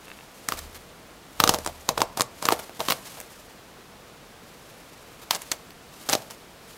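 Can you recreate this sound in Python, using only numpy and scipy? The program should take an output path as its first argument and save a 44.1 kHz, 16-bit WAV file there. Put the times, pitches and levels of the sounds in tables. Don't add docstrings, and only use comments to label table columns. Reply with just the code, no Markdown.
import sys
import numpy as np
from scipy import signal
from scipy.fft import rfft, irfft, next_fast_len
from scipy.io import wavfile
from scipy.ndimage import uniform_filter1d

SR = 44100
rng = np.random.default_rng(int(sys.argv[2]) if len(sys.argv) > 2 else 0)


def generate_wav(signal):
    frames = np.transpose(np.atleast_2d(signal))
    scaled = np.clip(frames, -1, 1) * 32767
    pcm = np.round(scaled).astype(np.int16)
    wavfile.write(sys.argv[1], SR, pcm)


N = 298557
TIME_S = np.arange(N) / SR


# time in seconds, relative crack level in dB, crack centre in Hz,
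# pluck level in dB, cloth pitch in Hz.
THREAD_SNAPS = [(0.4874, -3.5, 7900, -15.5, 1250), (0.522, -7, 3760, -11.5, 1195),
                (0.5372, -23, 6100, -28, 603), (0.5907, -17, 6100, -30, 1050),
                (1.4017, 6.5, 3670, -3.5, 1214), (1.4387, 6, 4860, 0, 1175), (1.476, 1, 4870, -6.5, 1260),
                (1.493, 10, 5140, -5, 844), (1.539, -7, 7100, -13.5, 1080),
                (1.5447, -4.5, 4660, -13.5, 814), (1.587, -14, 7340, -23.5, 514),
                (1.648, -18, 7040, -36, 930), (1.6627, -8, 6140, -16.5, 940),
                (1.6747, -11, 6000, -18.5, 730), (1.8903, 2.5, 5270, -7.5, 1010),
                (1.9776, -18, 5100, -10, 1070), (1.9796, -7, 5500, -18, 875), (2.0054, -8, 4250, -16, 776),
                (2.0179, 0.5, 5700, -3, 985), (2.1737, -9, 6440, -18, 820),
                (2.1975, -11, 6800, -13.5, 1040), (2.2081, 2.5, 5600, -9, 1105),
                (2.219, -3, 7260, -30, 1060), (2.426, -12.5, 6900, -18, 990),
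                (2.4543, 0, 5370, -11.5, 1060), (2.4669, -15, 7900, -26, 700),
                (2.4875, 1.5, 3640, -1.5, 1135), (2.5065, -13, 4900, -13, 980), (2.5226, -4, 5550, -7, 860),
                (2.525, -6.5, 3480, -7.5, 550), (2.695, -26.5, 3300, -28, 744),
                (2.8044, -7, 4900, -13, 950), (2.8857, -3.5, 4280, -9, 1070),
                (2.9018, -1.5, 4530, -13, 1130), (2.9065, 1, 3260, -14.5, 1110),
                (2.922, -0.5, 3700, -11.5, 1170), (3.2023, -17.5, 8600, -49, 820),
                (3.2125, -23, 11100, -32, 610), (5.3092, 5.5, 4100, -8, 920),
                (5.3295, -25, 5600, -24, 1210), (5.3492, -9, 6300, -27, 930), (5.3538, -11, 5850, -23, 765),
                (5.4193, -16.5, 9450, -48, 900), (5.5168, -2, 5700, -24, 1170),
                (5.5205, -4, 5070, -31, 870), (5.7064, -25.5, 3580, -41, 900),
                (6.0902, -5, 5300, -17.5, 1150), (6.0973, -3, 5840, -22, 800), (6.1303, -1, 4830, -22, 775),
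                (6.1339, 2, 4400, -12.5, 695), (6.152, -3.5, 5200, -11, 680),
                (6.309, -22, 8100, -32.5, 790)]
# frequency in Hz, relative level in dB.
CRACK_SPECTRUM = [(60, -12), (300, -11), (1200, 3), (2200, -9.5), (3900, 3.5), (7000, 3), (10000, -10),
                  (13000, -13.5), (16000, -32), (20000, -2)]

def thread_snaps(crack_gain=1.783, splinter_gain=0.081, splinter_s=0.0022, pluck_s=0.0016,
                 thump_hz=335, thump_s=0.001, usual_cloth_hz=950, recoil_db_per_octave=7.5):
    out, t = np.zeros(N), TIME_S[:2048]
    thump = amp(1) * np.exp(-t / thump_s) * np.sin(2 * np.pi * thump_hz * t)
    for start_s, crack_db, centre_hz, pluck_db, cloth_hz in THREAD_SNAPS:
        burst = (t == 0) + splinter_gain * np.exp(-t / splinter_s) * rng.standard_normal(len(t))
        click = pulse([(hz * centre_hz / 5200, db) for hz, db in CRACK_SPECTRUM])
        crack = signal.fftconvolve(burst, click)[:len(t)]
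        add(out, start_s, crack_gain * amp(crack_db) * crack / np.linalg.norm(crack))
        pluck = np.exp(-t / pluck_s) * np.cos(2 * np.pi * cloth_hz * t)
        slack_db = recoil_db_per_octave * np.log2(usual_cloth_hz / cloth_hz)
        recoil_db = pluck_db + looseness_db(start_s) + slack_db
        add(out, start_s, amp(recoil_db) * thump - amp(pluck_db) * pluck)
    return out


# start in seconds, length in seconds, crackle level in dB,
# flutter level in dB, looseness in dB.
WEAVE_RIPS = [(0.483, 0.062, -42, -46, -5), (0.572, 0.02, -39.5, -54, -3), (0.746, 0.022, -43, -71, -6),
              (1.397, 0.068, -38.5, -33, -4), (1.461, 0.1, -38, -34.5, -4.5), (1.66, 0.036, -44.5, -40, -3),
              (1.884, 0.028, -43, -34, -5.5), (1.974, 0.062, -41, -29, -10), (2.17, 0.042, -38, -33.5, -3),
              (2.423, 0.11, -39.5, -38.5, -8), (2.516, 0.02, -32.5, -29, -6.5),
              (2.591, 0.006, -35.5, -44, -4), (2.794, 0.022, -39, -30.5, -15),
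              (2.882, 0.048, -31.5, -38, -2.5), (3.171, 0.018, -48, -43, -14), (5.216, 0.021, -46, -63, -6),
              (5.307, 0.056, -34.5, -48, -29), (5.514, 0.024, -40.5, -44.5, -1),
              (6.088, 0.029, -30.5, -38.5, 0.5), (6.122, 0.017, -25, -37, -5),
              (6.302, 0.018, -43.5, -56, -19)]
# frequency in Hz, relative level in dB.
FIBRE_SPECTRUM = [(100, -1), (400, -1.5), (900, 3.5), (1800, 3.5), (4000, 1.5), (7000, -2.5), (10000, -2),
                  (13500, -1.5), (16000, -8)]
FLUTTER_SPECTRUM = [(50, 8), (130, 2.5), (280, -13), (450, 3.5), (650, 8), (1100, -10), (1600, -19.5),
                    (4000, -55)]

def fibre_crackle(rise_s=0.00027, fall_s=0.0084, thin_db=-9,
                  before_db=-28, before_s=0.00098, after_db=-22, after_s=0.0046):
    crackle_power, flutter_power = np.zeros(N), np.zeros(N)
    for start_s, length_s, crackle_db, flutter_db, _ in WEAVE_RIPS:
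        lead = np.maximum(start_s - TIME_S, 0) / rise_s
        lag = np.maximum(TIME_S - start_s - length_s, 0) / fall_s
        tearing = np.exp(-2 * np.minimum(lead + lag, 20))
        crackle_power += amp(crackle_db) ** 2 * tearing
        flutter_power += amp(flutter_db) ** 2 * tearing
    thin_snaps = coloured(grains(per_s=350, spread_db=4), CRACK_SPECTRUM)
    thin_threads = amp(thin_db) * np.sqrt(crackle_power) * thin_snaps
    t = TIME_S[:2048]
    strain = np.concatenate([amp(before_db) * np.exp(-t[::-1] / before_s),
                             amp(after_db) * np.exp(-t / after_s)])
    for snap_s, crack_db, *_ in THREAD_SNAPS:
        add(crackle_power, snap_s - len(t) / SR, (amp(crack_db) * strain) ** 2)
    breaks = grains(per_s=12000, spread_db=3.2)
    crackle = np.sqrt(crackle_power) * coloured(breaks, FIBRE_SPECTRUM)
    flutter = np.sqrt(flutter_power) * coloured(breaks, FLUTTER_SPECTRUM)
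    return thin_threads + crackle + flutter


def looseness_db(at_s):
    nearest_rip = min(WEAVE_RIPS, key=lambda rip: max(rip[0] - at_s, at_s - rip[0] - rip[1]))
    return nearest_rip[-1]


# start in seconds, length in seconds, level in dB.
CLOTH_SLIDES = [(.06, 0.15, -58), (.41, .05, -55), (.49, .16, -48.5), (1.4, 0.22, -49.5), (1.72, 0.22, -54),
                (2.43, 0.17, -46), (2.83, 0.07, -41.5), (3.08, 0.037, -45.5), (3.3, .13, -58),
                (4.48, 0.76, -63), (5.39, 0.074, -49.5), (5.96, 0.073, -54.5), (6.08, 0.077, -45),
                (6.69, 0.018, -52.5)]
# frequency in Hz, relative level in dB.
RUB_SPECTRUM = [(100, 0), (500, 0.5), (1000, 3), (1700, 0), (3000, 1), (7000, -0.5), (10000, -2.5),
                (13500, -3), (16000, -13)]

def cloth_rub(uneven_db=2.5, tick_db=-11, rest_db=-67):
    sliding = amp(rest_db) + strokes(CLOTH_SLIDES, rise_db_per_s=173, fall_db_per_s=79)
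    grip = evened(uniform_filter1d(rng.standard_normal(N), size=700))
    catches = grains(per_s=200, spread_db=6)
    friction = rng.standard_normal(N) + amp(tick_db) * catches
    return sliding * amp(uneven_db * grip) * coloured(friction, RUB_SPECTRUM)


# time in seconds, gain in dB.
CREAK_SLIPS = [(.071, -41), (0.082, -37.5), (.102, -36), (0.116, -32.5), (.189, -37.5), (0.209, -39)]
# frequency in Hz, relative level in dB, T60 in seconds.
SLIP_MODES = [(1260, -12, 0.022), (1790, -0.5, 0.0077), (2220, -2, 0.0086), (2650, -1.5, 0.017),
              (3600, -10, .015)]

def creak():
    out, slip = np.zeros(N), ring(SLIP_MODES)
    for start_s, gain_db in CREAK_SLIPS:
        add(out, start_s, amp(gain_db) * slip)
    return out


# start in seconds, length in seconds, level in dB.
BODY_JOLTS = [(.54, 0.14, -50), (1.42, .22, -45), (1.95, 0.1, -53), (2.46, 0.073, -59)]
# frequency in Hz, relative level in dB.
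RUMBLE_SPECTRUM = [(18, -13), (37, 9.5), (52, -32), (78, 12.5), (105, -19), (200, -38), (600, -70)]

def body_rumble():
    envelope = strokes(BODY_JOLTS, rise_db_per_s=300, fall_db_per_s=50)
    return envelope * coloured(rng.standard_normal(N), RUMBLE_SPECTRUM)


# frequency in Hz, gain in dB.
ECHO_SPECTRUM = [(60, 0), (250, -19), (600, -9.5), (1150, -16), (1800, -18.5), (4000, -20), (8000, -20),
                 (15000, -22)]
# frequency in Hz, T60 in seconds.
ECHO_DECAY = [(100, 0.44), (600, 0.33), (1200, 0.41), (3000, 0.21), (8000, 0.19), (16000, 0.16)]
# frequency in Hz, relative level in dB, T60 in seconds.
ROOM_RESONANCES = [(340, -68, 0.14), (485.3, -55, 0.23), (610, -53.5, 0.19), (590, -85, 0.031),
                   (723, -55.5, 0.17), (875, -64, 0.34), (1020, -82, 0.31), (1120, -69, 0.34),
                   (1146, -57, 0.11), (1155, -71, 0.21)]

def room_echo(x, delay_s=0.006, modes_db=-3):
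    hz, t, noise = signal.stft(rng.standard_normal(SR // 2), SR, nperseg=256)
    t60_s = read(ECHO_DECAY, hz)[:, None]
    unit_energy = np.sqrt(2 * np.log(1000) / (t60_s * SR))
    decay = amp(read(ECHO_SPECTRUM, hz)[:, None] - 60 * t / t60_s)
    diffuse = signal.istft(noise * unit_energy * decay, SR, nperseg=256)[1][:SR // 2]
    response = diffuse + amp(modes_db) * ring(ROOM_RESONANCES)
    out = np.zeros(N)
    add(out, delay_s, signal.fftconvolve(x, response))
    return out


# frequency in Hz, relative level in dB.
ROOM_NOISE_SPECTRUM = [(12, -33), (20, -12), (42, -1.5), (87, -4.5), (166, -0.5), (315, -3.5), (427, -3.5),
                       (465, -0.5), (534, -4), (705, -3.5), (767, -6), (1300, -8), (1580, -10),
                       (3640, -14.5), (15500, -26.5)]

def room_noise(rms_db=-48.43):
    return amp(rms_db) * coloured(rng.standard_normal(N), ROOM_NOISE_SPECTRUM)


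def amp(db):
    return 10 ** (np.asarray(db) / 20)


def evened(x):
    return x / np.sqrt(np.mean(x ** 2) + 1e-20)


def read(points, hz):
    points_hz, values = np.transpose(points)
    return np.interp(np.log(hz + 1), np.log(points_hz), values)


def add(mix, start_s, sound):
    part = mix[max(round(start_s * SR), 0):][:len(sound)]
    part += sound[:len(part)]


def pulse(spectrum, size=4096):
    hz = abs(np.fft.fftfreq(size, 1 / SR))
    log_gain = np.log(amp(read(spectrum, hz)))
    response = np.exp(np.conj(signal.hilbert(log_gain)))
    return np.fft.ifft(response).real[:size // 2]


def coloured(x, spectrum):
    size = next_fast_len(N)
    gain = amp(read(spectrum, np.fft.rfftfreq(size, 1 / SR)))
    return evened(irfft(rfft(x, size) * gain, size)[:N])


def ring(modes):
    t = TIME_S[:SR // 2]
    return sum(amp(db - 60 * t / t60_s) * np.sin(2 * np.pi * hz * t) for hz, db, t60_s in modes)


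def grains(per_s, spread_db):
    size = amp(spread_db * np.minimum(rng.exponential(1, N), 4))
    return evened(size * rng.choice([-1, 1], N) * (rng.random(N) < per_s / SR))


def strokes(rows, rise_db_per_s, fall_db_per_s):
    power = np.zeros(N)
    for start_s, length_s, db in rows:
        rise_db = rise_db_per_s * np.maximum(start_s - TIME_S, 0)
        fall_db = fall_db_per_s * np.maximum(TIME_S - start_s - length_s, 0)
        power += amp(db - np.minimum(rise_db + fall_db, 120)) ** 2
    return np.sqrt(power)


def scene(leak_hz=160):
    cloth = thread_snaps() + fibre_crackle() + cloth_rub()
    highpass = signal.butter(2, leak_hz, "high", fs=SR)
    near = signal.lfilter(*highpass, cloth) + creak()
    return (near + room_echo(near) + body_rumble() + room_noise())[None]


def record(dry, ceiling=0.92, cutoff_hz=15850):
    clipped = dry / (1 + (dry / ceiling) ** 6) ** (1 / 6)
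    lowpass = signal.firwin(301, cutoff_hz, window=("kaiser", 9), fs=SR)
    return signal.oaconvolve(clipped, lowpass[None], "same")


dry = scene()
out = record(dry)
generate_wav(out)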